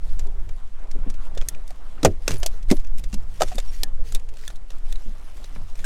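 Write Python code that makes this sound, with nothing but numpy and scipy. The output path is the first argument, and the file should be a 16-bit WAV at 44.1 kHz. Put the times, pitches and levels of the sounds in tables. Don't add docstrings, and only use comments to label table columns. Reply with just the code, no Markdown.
import sys
import numpy as np
from scipy import signal
from scipy.fft import rfft, irfft, next_fast_len
from scipy.io import wavfile
from scipy.ndimage import uniform_filter1d, map_coordinates

SR = 44100
rng = np.random.default_rng(int(sys.argv[2]) if len(sys.argv) > 2 else 0)


def gain_from_decibels(decibels):
    exponent = np.asarray(decibels, float) / 20
    return 10 ** exponent


def transcribe(signal):
    frames = np.atleast_2d(signal).T
    limited = np.clip(frames, -1, 1)
    pcm = np.round(limited * 32767).astype(np.int16)
    wavfile.write(sys.argv[1], SR, pcm)


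N = 257984


def unit(x):
    return x / np.sqrt(np.mean(x ** 2) + 1e-20)


def curves(rows):
    s, *columns = np.transpose(rows)
    return [np.interp(np.arange(N) / SR, s, column) for column in columns]


def wobble(rate):
    knots = rng.standard_normal(int(N * rate / SR) + 4)
    return map_coordinates(knots, [np.arange(N) * rate / SR])


def coloured(x, spectrum):
    m = next_fast_len(len(x) + 8192)
    hz, db = np.transpose(spectrum)
    log_hz = np.log(np.fft.rfftfreq(m, 1 / SR) + 0.47)
    gain = gain_from_decibels(np.interp(log_hz, np.log(hz), db))
    return irfft(rfft(x, m) * gain, m)[:len(x)]


def patchy(depth_db):
    z = signal.stft(rng.standard_normal(N), nperseg=512)[2]
    field = uniform_filter1d(rng.standard_normal(z.shape), size=8, axis=0)
    field = uniform_filter1d(field, size=6, axis=1)
    return signal.istft(z * gain_from_decibels(depth_db * unit(field)), nperseg=512)[1][:N]


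def grainy(steady, spectrum):
    grains_per_s, grain_t60 = 400, 0.0059
    grains = (rng.random(N) < grains_per_s / SR) * gain_from_decibels(5.5 * rng.standard_normal(N))
    grains = signal.fftconvolve(grains, gain_from_decibels(-60 * np.arange(600) / SR / grain_t60))[:N]
    return unit(coloured((steady + unit(grains)) * patchy(depth_db=2.5), spectrum))


def add(track, s, sound):
    part = track[round(s * SR):][:len(sound)]
    part += sound[:len(part)]


def ring(t, hz, t60, attack):
    return np.sin(2 * np.pi * hz * t) * gain_from_decibels(-60 * t / t60) * (1 - np.exp(-t / attack))


# time in seconds, large eddies in dB rms, small eddies in dB rms.
WIND_STRENGTH = [(0, -17, -36.5), (.24, -15, -30), (.7, -22.5, -39.5), (.98, -15, -36.5),
                 (1.46, -17, -34.5), (1.85, -22.5, -41.5), (2.3, -18.5, -28.5), (2.62, -13, -34.5),
                 (3.05, -15, -31), (3.25, -17, -33), (3.42, -23, -31.5), (3.66, -16, -35),
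                 (3.9, -15, -35.5), (4.2, -17.5, -31.5), (4.4, -24, -38), (4.63, -27, -41.5),
                 (4.88, -16.5, -39), (5.15, -22, -39.5), (5.4, -30, -41), (5.85, -20, -38.5)]
# frequency in Hz, relative level in dB per Hz.
LARGE_EDDIES = [(1, 2), (3, 3.5), (9, 3.5), (16, -2.5), (24, -8.5), (40, -39.5), (100, -116)]
# frequency in Hz, relative level in dB per Hz.
SMALL_EDDIES = [(12, -15), (25, -4), (40, -6), (60, -18), (110, -28.5), (200, -39), (400, -76)]


def wind():
    strength_db, small_db = curves(WIND_STRENGTH)
    strength_db = strength_db + 1.7 * wobble(5.25)
    flutter_db = small_db + 1.9 * wobble(6.3)
    buffet = unit(coloured(rng.standard_normal(N), LARGE_EDDIES))
    buffet = unit(buffet / np.sqrt(0.19 + np.abs(uniform_filter1d(buffet ** 2, size=9000))))
    flutter = unit(coloured(rng.standard_normal(N), SMALL_EDDIES))
    flutter = unit(flutter / np.sqrt(0.32 + np.abs(uniform_filter1d(flutter ** 2, size=6000))))
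    return gain_from_decibels(strength_db) * buffet + gain_from_decibels(flutter_db) * flutter


def stray_ticks():
    ticks_per_s, level_db, spread_db, base_hz, t60 = 6, -45, 4, 4000, .04
    draws = rng.random((round(ticks_per_s * N / SR), 4))
    return [(when * (N / SR - .01) + 0.0031,
             level_db + spread_db * (2 * size - 1),
             base_hz * (0.82 + .5 * pitch),
             8 - 24 * dull,
             t60)
            for when, size, pitch, dull in draws]


# start in seconds, relative peak in dB, ringing in Hz, brightness in dB, relative decay in seconds.
CONTACTS = [(0.193, -26, 7300, -9, 0.095), (.2698, -36, 4900, 5, 0.046), (0.4903, -33, 2340, -18, 0.076),
            (.9138, -27.5, 5900, -5, 0.048), (1.0997, -26.5, 5770, -7, 0.074), (1.14, -37, 2500, -12, 0.11),
            (1.35, -34, 3460, 1, .05), (1.3756, -22, 3570, -19, 0.076), (1.4138, -18, 3270, -22, 0.021),
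            (1.421, -28, 2490, -25, .073), (1.4863, -10, 6560, 28, 0.045), (1.5483, -31, 2350, -20, .043),
            (1.6777, -27.5, 3630, 8, 0.031), (1.7059, -28.5, 2280, 0, 0.037),
            (1.9818, -32, 2770, -56, 0.05), (2.0306, -13, 4070, -15, 0.063),
            (2.0486, -1.5, 7430, -6.5, 0.063), (2.0561, -4, 2420, -33, 0.076),
            (2.2792, -1, 6090, -11, 0.037), (2.2904, -20.5, 6200, -24, 0.11),
            (2.3078, -12, 4400, -14, 0.028), (2.3152, -19, 2800, -13, 0.1), (2.3292, -27, 2690, -28, .061),
            (2.3437, -25, 3450, -13, .05), (2.3584, -27, 2620, -18, 0.045),
            (2.3682, -25.5, 10100, -12, 0.032), (2.399, -34, 10200, 26, .05),
            (2.4307, -15, 3010, -11, 0.076), (2.4618, -6, 5740, 5, 0.052), (2.5394, -38, 3530, -23, 0.056),
            (2.627, -34, 6000, -9, 0.054), (2.7017, -16, 2130, -12, .077), (2.7122, -8, 4080, -4, .067),
            (2.721, -24.5, 2110, -5, .1), (2.7677, -30, 3220, 0, 0.07), (2.796, -39, 2390, -2, 0.13),
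            (2.847, -34.5, 2500, -19, 0.061), (2.8712, -35.5, 2570, -8, 0.036),
            (2.9824, -29.5, 2280, 9, 0.071), (2.993, -30, 2520, 31, .05), (3.039, -25.5, 3420, -9, 0.073),
            (3.1272, -30, 2720, -13, 0.18), (3.1412, -17.5, 5280, -4, 0.048), (3.341, -39, 3000, 2, .04),
            (3.358, -37, 6400, 0, .04), (3.375, -37, 6000, 0, .05), (3.402, -24, 2300, -11, 0.073),
            (3.4087, -13.5, 2980, -10, 0.048), (3.419, -4.5, 3590, -13, 0.059),
            (3.4327, -11, 5540, -11, 0.036), (3.482, -30, 3500, -8, 0.15), (3.5158, -31, 2490, -23, 0.17),
            (3.555, -22.5, 10200, 16, 0.033), (3.5827, -19, 3620, -9, 0.11),
            (3.6005, -19.5, 3500, -7, 0.035), (3.8338, -2.5, 4900, 8.5, 0.027),
            (4.122, -21, 6900, -5, 0.053), (4.148, -13.5, 3650, 7, 0.057),
            (4.1584, -22.5, 3690, -24, 0.041), (4.1964, -37, 2430, -5, .05),
            (4.2878, -34.5, 2790, -7, 0.082), (4.338, -37, 2530, 1, .05), (4.3698, -32, 4200, -12, 0.055),
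            (4.436, -32.5, 2420, -34, .05), (4.4787, -13.5, 5830, 4, .022), (4.502, -29, 3800, -20, .058),
            (4.558, -30, 3940, 4, 0.027), (4.565, -37, 3740, 10, .03), (4.784, -38, 8000, 20, .03),
            (4.704, -27, 3620, -14, 0.051), (4.717, -36, 3340, -17, .067), (4.9259, -16, 3600, -3, 0.021),
            (4.9564, -30, 4060, -18, 0.046), (5.4427, -29, 3960, -14, 0.06), (5.5602, -30, 2360, -53, .084),
            (5.7538, -31.5, 2370, -12, 0.067), (5.7907, -29.5, 2300, -14, 0.065),
            (5.8434, -21.5, 8150, -4, 0.087)]
# frequency in Hz, relative level in dB.
CRACK_SPECTRUM = [(240, -25), (400, 5), (985, -5), (2660, -4), (3310, -4), (6660, -3), (7420, -4),
                  (13400, -13.5), (16400, -30)]
# frequency in Hz, level in dB.
NEUTRAL_TILT = [(800, -5), (1800, -3.5), (3500, -0.06), (7000, 0.7), (10000, 0)]
# frequency in Hz, dB of change per dB of brightness.
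BRIGHTNESS_SLOPE = [(800, -.55), (1800, -.5), (3500, 0), (7000, 0), (10000, 0.36)]


def clicks():
    out, t = np.zeros(N), np.arange(SR // 5) / SR
    for s, db, hz, bright_db, t60 in CONTACTS + stray_ticks():
        t60 = max(t60, .008)
        attack = 0.00046 * gain_from_decibels(-.3 * (db + 6))
        crack_and_tail = gain_from_decibels(-60 * t / (0.31 * t60)) + 0.25 * gain_from_decibels(-60 * t / t60)
        shape = crack_and_tail * (1 - np.exp(-t / attack))
        tilt = [(f, level + slope * bright_db)
                for (f, level), (_, slope) in zip(NEUTRAL_TILT, BRIGHTNESS_SLOPE)]
        noise = unit(coloured(rng.standard_normal(len(t)), CRACK_SPECTRUM))
        burst = unit(coloured(noise, tilt)) * shape
        ringing = ring(t, hz, 0.42 * t60, attack)
        ringing += 0.75 * ring(t, hz * rng.normal(1, 0.07), 0.36 * t60, attack)
        add(out, s - .0002, gain_from_decibels(db - 8.5) * (burst + .5 * ringing))
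    return out


# start in seconds, relative peak in dB, centre in Hz,
# t60 at the centre in seconds, boom relative to the blow in dB.
DECK_BLOWS = [(.954, -30.5, 282, 0.078, -18), (0.988, -32.5, 190, 0.09, -5), (1.066, -28, 241, 0.14, -15),
              (1.094, -33.5, 300, 0.077, -18), (1.976, -44, 280, .11, 8), (2.033, -16.5, 300, 0.16, -5),
              (2.0504, -1, 560, 0.043, -6.5), (2.064, -14, 337, 0.13, -2), (2.282, -26, 285, 0.13, 2),
              (2.31, -14.5, 141, 0.073, -1.5), (2.334, -26.5, 327, 0.075, -8),
              (2.355, -29.5, 397, 0.043, -7), (2.7151, -7.5, 293, 0.068, -31),
              (2.7204, -15.5, 366, .06, -28), (2.7258, -9, 330, .045, -31), (2.989, -35, 202, 0.1, -18),
              (3.134, -24, 207, .11, -22), (3.424, -18.5, 560, 0.052, -10), (3.551, -28, 218, 0.078, -2),
              (3.83, -37, 264, 0.078, -12), (4.147, -36, 237, 0.081, -7), (5.061, -33.5, 225, 0.12, -16.5),
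              (5.091, -31.5, 228, .086, -12), (5.567, -30.5, 195, .09, 3), (5.611, -34.5, 191, 0.049, 11.5)]
# frequency in Hz, relative level in dB.
DECK_MODES = [(130, -26), (163, 4.5), (205, 2), (240, -0.5), (272, 2.5), (320, 0.5), (370, 2.5), (425, 2),
              (480, 0.5), (551, 4.5), (640, 5.5), (720, 3), (812, -1), (996, 4.5), (1242, 8), (1363, 4)]


def knocks():
    scatter_db = 2.2
    damping = .45
    boom_hz, boom_t60 = 85.3, 0.21
    out, t = np.zeros(N), np.arange(SR // 3) / SR
    for s, db, centre_hz, t60, boom_db in DECK_BLOWS:
        falloff_db = 15 * 300 / centre_hz
        attack = 0.0013 * gain_from_decibels(-.3 * db)
        blow = np.zeros(len(t))
        for hz, level in DECK_MODES:
            strength, detune = rng.standard_normal(2)
            mode_db = level + scatter_db * strength - falloff_db * abs(np.log2(hz / centre_hz))
            mode_t60 = max(t60, .015) * (centre_hz / hz) ** damping
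            blow += gain_from_decibels(mode_db) * ring(t, hz * (1 + 0.038 * detune), mode_t60, attack)
        blow += gain_from_decibels(boom_db) * ring(t, boom_hz * (1 + 0.137 * rng.standard_normal()), boom_t60, 0.018)
        add(out, s - .0015, gain_from_decibels(db - 2.5) * blow)
    return out


# start in seconds, relative peak in dB, pitch in Hz,
# relative decay in seconds.
POLE_TAPS = [(1.373, -16, 555, 0.019), (1.707, -34.5, 730, 0.051), (2.433, -33, 705, 0.11),
             (2.461, -22.5, 650, 0.039), (3.409, -11.5, 619, 0.072), (3.42, -3.5, 718, 0.023),
             (3.517, -31, 728, 0.087), (3.583, -18, 660, 0.028), (3.835, -36, 890, 0.075)]
# ratio to the pitch, mean relative level in dB.
TUBE_MODES = [(0.862, -3), (0.998, 2.5), (1.9, -9), (2.6, -9.5)]


def pole():
    out, t = np.zeros(N), np.arange(SR // 8) / SR
    for s, db, hz, t60 in POLE_TAPS:
        tock = np.zeros(len(t))
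        for ratio, level in TUBE_MODES:
            mode_t60 = .75 * max(t60, .01) / ratio
            tock += gain_from_decibels(level + rng.normal(0, 2.5)) * ring(t, hz * ratio, mode_t60, 0.002)
        add(out, s - .0015, gain_from_decibels(db - 1.5) * tock)
    return out


# start in seconds, relative peak in dB, pitch in Hz,
# relative decay in seconds.
RINGING_PARTS = [(.913, -41, 2170, 0.036), (.913, -37, 5790, .03), (1.414, -32, 3270, 0.023),
                 (1.487, -21, 5960, 0.024), (1.487, -38.5, 3330, 0.072), (1.487, -33, 1820, 0.033),
                 (1.548, -31.5, 2550, 0.017), (2.279, -20.5, 2600, 0.044), (4.503, -47, 4000, .04),
                 (1.978, -44.5, 1300, 0.059), (2.058, -15.5, 5740, 0.017), (2.703, -21, 2040, 0.026),
                 (2.713, -20, 2124, 0.029), (2.871, -42.5, 5870, 0.023), (3.42, -17.5, 1310, 0.037),
                 (3.582, -24.5, 3550, 0.029), (3.835, -33.5, 1825, 0.092), (4.122, -45, 3760, 0.036),
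                 (4.149, -29, 3680, 0.055), (4.478, -30, 3590, 0.031), (4.478, -37.5, 1770, 0.057),
                 (4.478, -44, 1355, 0.076), (4.559, -47, 3920, 0.055), (4.926, -31.5, 3700, 0.025),
                 (4.958, -35, 3900, 0.023), (5.442, -36, 3870, .04), (5.843, -29, 1640, 0.049)]


def pings():
    out, t = np.zeros(N), np.arange(SR // 8) / SR
    for s, db, hz, t60 in RINGING_PARTS:
        ratios = rng.normal(1, 0.042, size=4)
        notes = sum(ring(t, hz * ratio, 0.77 * max(t60, .01), 0.0015) for ratio in ratios)
        add(out, s - .0006, gain_from_decibels(db - 4.5) * notes)
    return out


# start in seconds, length in seconds, level in dB,
# fall over the length in dB.
DRAGS = [(2.04, 0.04, -28, 17), (2.279, 0.082, -34, 8), (2.372, 0.099, -53.5, 3), (2.455, 0.067, -56, 19.5),
         (2.681, 0.029, -51.5, -9), (2.708, 0.075, -48.5, 12), (2.972, 0.036, -50, -2),
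         (3.086, 0.046, -49.5, 13), (3.413, 0.19, -46.5, 9), (3.517, 0.088, -57, -2),
         (3.81, 0.023, -53.5, -2)]


def scrapes():
    drag, t = np.zeros(N), np.arange(N) / SR
    for s, length, db, fall_db in DRAGS:
        u = np.clip((t - s) / length, 0, 1)
        drag += gain_from_decibels(db - fall_db * u) * np.sin(np.pi * u) ** 0.65
    return drag * grainy(.9, CRACK_SPECTRUM)


# start in seconds, length in seconds, mean pitch in Hz,
# mean level in dB.
POLE_SLIDES = [(2.344, .033, 10200, -56), (2.376, .016, 10100, -48), (2.395, .035, 10300, -54),
               (2.345, .025, 13700, -57), (2.378, .035, 13700, -55), (2.724, .06, 10200, -55),
               (2.73, .04, 13600, -57), (3.708, .012, 8900, -58), (3.455, .035, 5500, -53),
               (3.535, .034, 9050, -58), (3.66, .052, 5565, -49.5)]


def squeaks():
    octave_db = -17
    out = np.zeros(N)
    drift, swell = wobble(440), wobble(70)
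    for s, length, hz, db in POLE_SLIDES:
        n, start = round(length * SR), round(s * SR)
        pitch = hz * (1 + 0.005 * drift[start:][:n])
        phase = 2 * np.pi * np.cumsum(pitch) / SR
        tone = np.sin(phase)
        if 2 * hz < SR / 2:
            tone += gain_from_decibels(octave_db) * np.sin(2 * phase)
        level = np.sqrt(2) * gain_from_decibels(db + 3.9 * swell[start:][:n])
        add(out, s, level * np.hanning(n) ** 0.4 * tone)
    return out


# time in seconds, mean pitch in Hz, mean level in dB rms.
MOAN_GLIDES = [
    [(.25, 300, -54), (.27, 394, -50.5), (.33, 451, -68), (.365, 410, -61), (.43, 339, -60), (.5, 350, -64)],
    [(3.9, 540, -74), (4.02, 505, -57), (4.12, 465, -60.5), (4.3, 450, -61.5), (4.45, 420, -66)],
]


def moan():
    out, t = np.zeros(N), np.arange(N) / SR
    for rows in MOAN_GLIDES:
        hz, db = curves(rows)
        on = (t > rows[0][0]) & (t < rows[-1][0])
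        level = np.sqrt(2) * gain_from_decibels(db + 4.2 * wobble(35))
        phase = 2 * np.pi * np.cumsum(hz * (1 + 0.0404 * wobble(54))) / SR
        out += on * level * np.sin(phase)
    return out


# middle in seconds, half length in seconds, mean rustle in dB.
MOVEMENTS = [(.1, .13, -60.5), (0.512, .05, -71), (.95, 0.22, -77), (1.238, .04, -64), (1.46, 0.078, -62.5),
             (1.67, 0.056, -64.5), (1.895, 0.034, -63), (2.062, 0.066, -58), (2.308, .07, -55.5),
             (2.55, 0.055, -62.5), (2.764, 0.052, -54.5), (2.997, 0.043, -67), (3.21, 0.047, -62.5),
             (3.414, 0.084, -53.5), (3.66, 0.054, -56), (3.761, .06, -54.5), (4.12, 0.072, -53.5),
             (4.412, 0.048, -54), (4.496, 0.038, -54), (4.728, 0.047, -62), (4.93, 0.061, -56),
             (5.047, 0.11, -62.5), (5.302, 0.098, -58), (5.62, 0.25, -62), (5.85, 0.067, -56)]
# frequency in Hz, relative level in dB.
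RUSTLE_SPECTRUM = [(1180, -16), (2000, -4.5), (2160, -7), (3040, -6.5), (3280, -7), (4650, -7.5),
                   (11100, -14), (16000, -24)]


def rustling():
    t = np.arange(N) / SR
    stirring = gain_from_decibels(-69.5)
    for middle, half, db in MOVEMENTS:
        stirring = stirring + gain_from_decibels(db) * np.exp(-((t - middle) / half) ** 2)
    return stirring * gain_from_decibels(2.4 * wobble(27)) * grainy(2.0, RUSTLE_SPECTRUM)


# time in seconds, relative lapping level in dB.
WATER_LEVEL = [(0, -55), (.7, -55.5), (.95, -51), (1.3, -52.5), (1.45, -54), (2.4, -54.5), (3.1, -57.5),
               (3.5, -52.5), (3.7, -58), (4.8, -57), (5.4, -54.5), (5.85, -56)]
# frequency in Hz, relative level in dB.
WATER_SPECTRUM = [(88, -29), (150, 1), (409, -4), (489, -3.5), (643, -3), (1070, -6.5), (1300, -7.5),
                  (4000, -24.5), (5200, -105), (8800, -120)]


def lapping():
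    level_db, = curves(WATER_LEVEL)
    water = unit(coloured(patchy(depth_db=2.5), WATER_SPECTRUM))
    return gain_from_decibels(level_db + 0.5 + 1.6 * wobble(16)) * water


# frequency in Hz, relative level in dB.
AIR_SPECTRUM = [(800, -36), (2000, -4), (5000, -9), (9000, -9), (15000, -37)]


def air():
    return gain_from_decibels(-67.5) * unit(coloured(rng.standard_normal(N), AIR_SPECTRUM))


def scene():
    net = clicks() + knocks() + pole() + pings() + scrapes() + squeaks()
    background = moan() + rustling() + lapping() + air()
    return (wind() + net + background)[None]


def roll_off(x):
    return signal.sosfilt(signal.butter(12, 16660, fs=SR, output="sos"), x)


def record(dry):
    ceiling = 0.95
    mix = dry / (1 + np.abs(dry / ceiling) ** 8) ** (1 / 8)
    return roll_off(mix)


dry = scene()
out = record(dry)
transcribe(out)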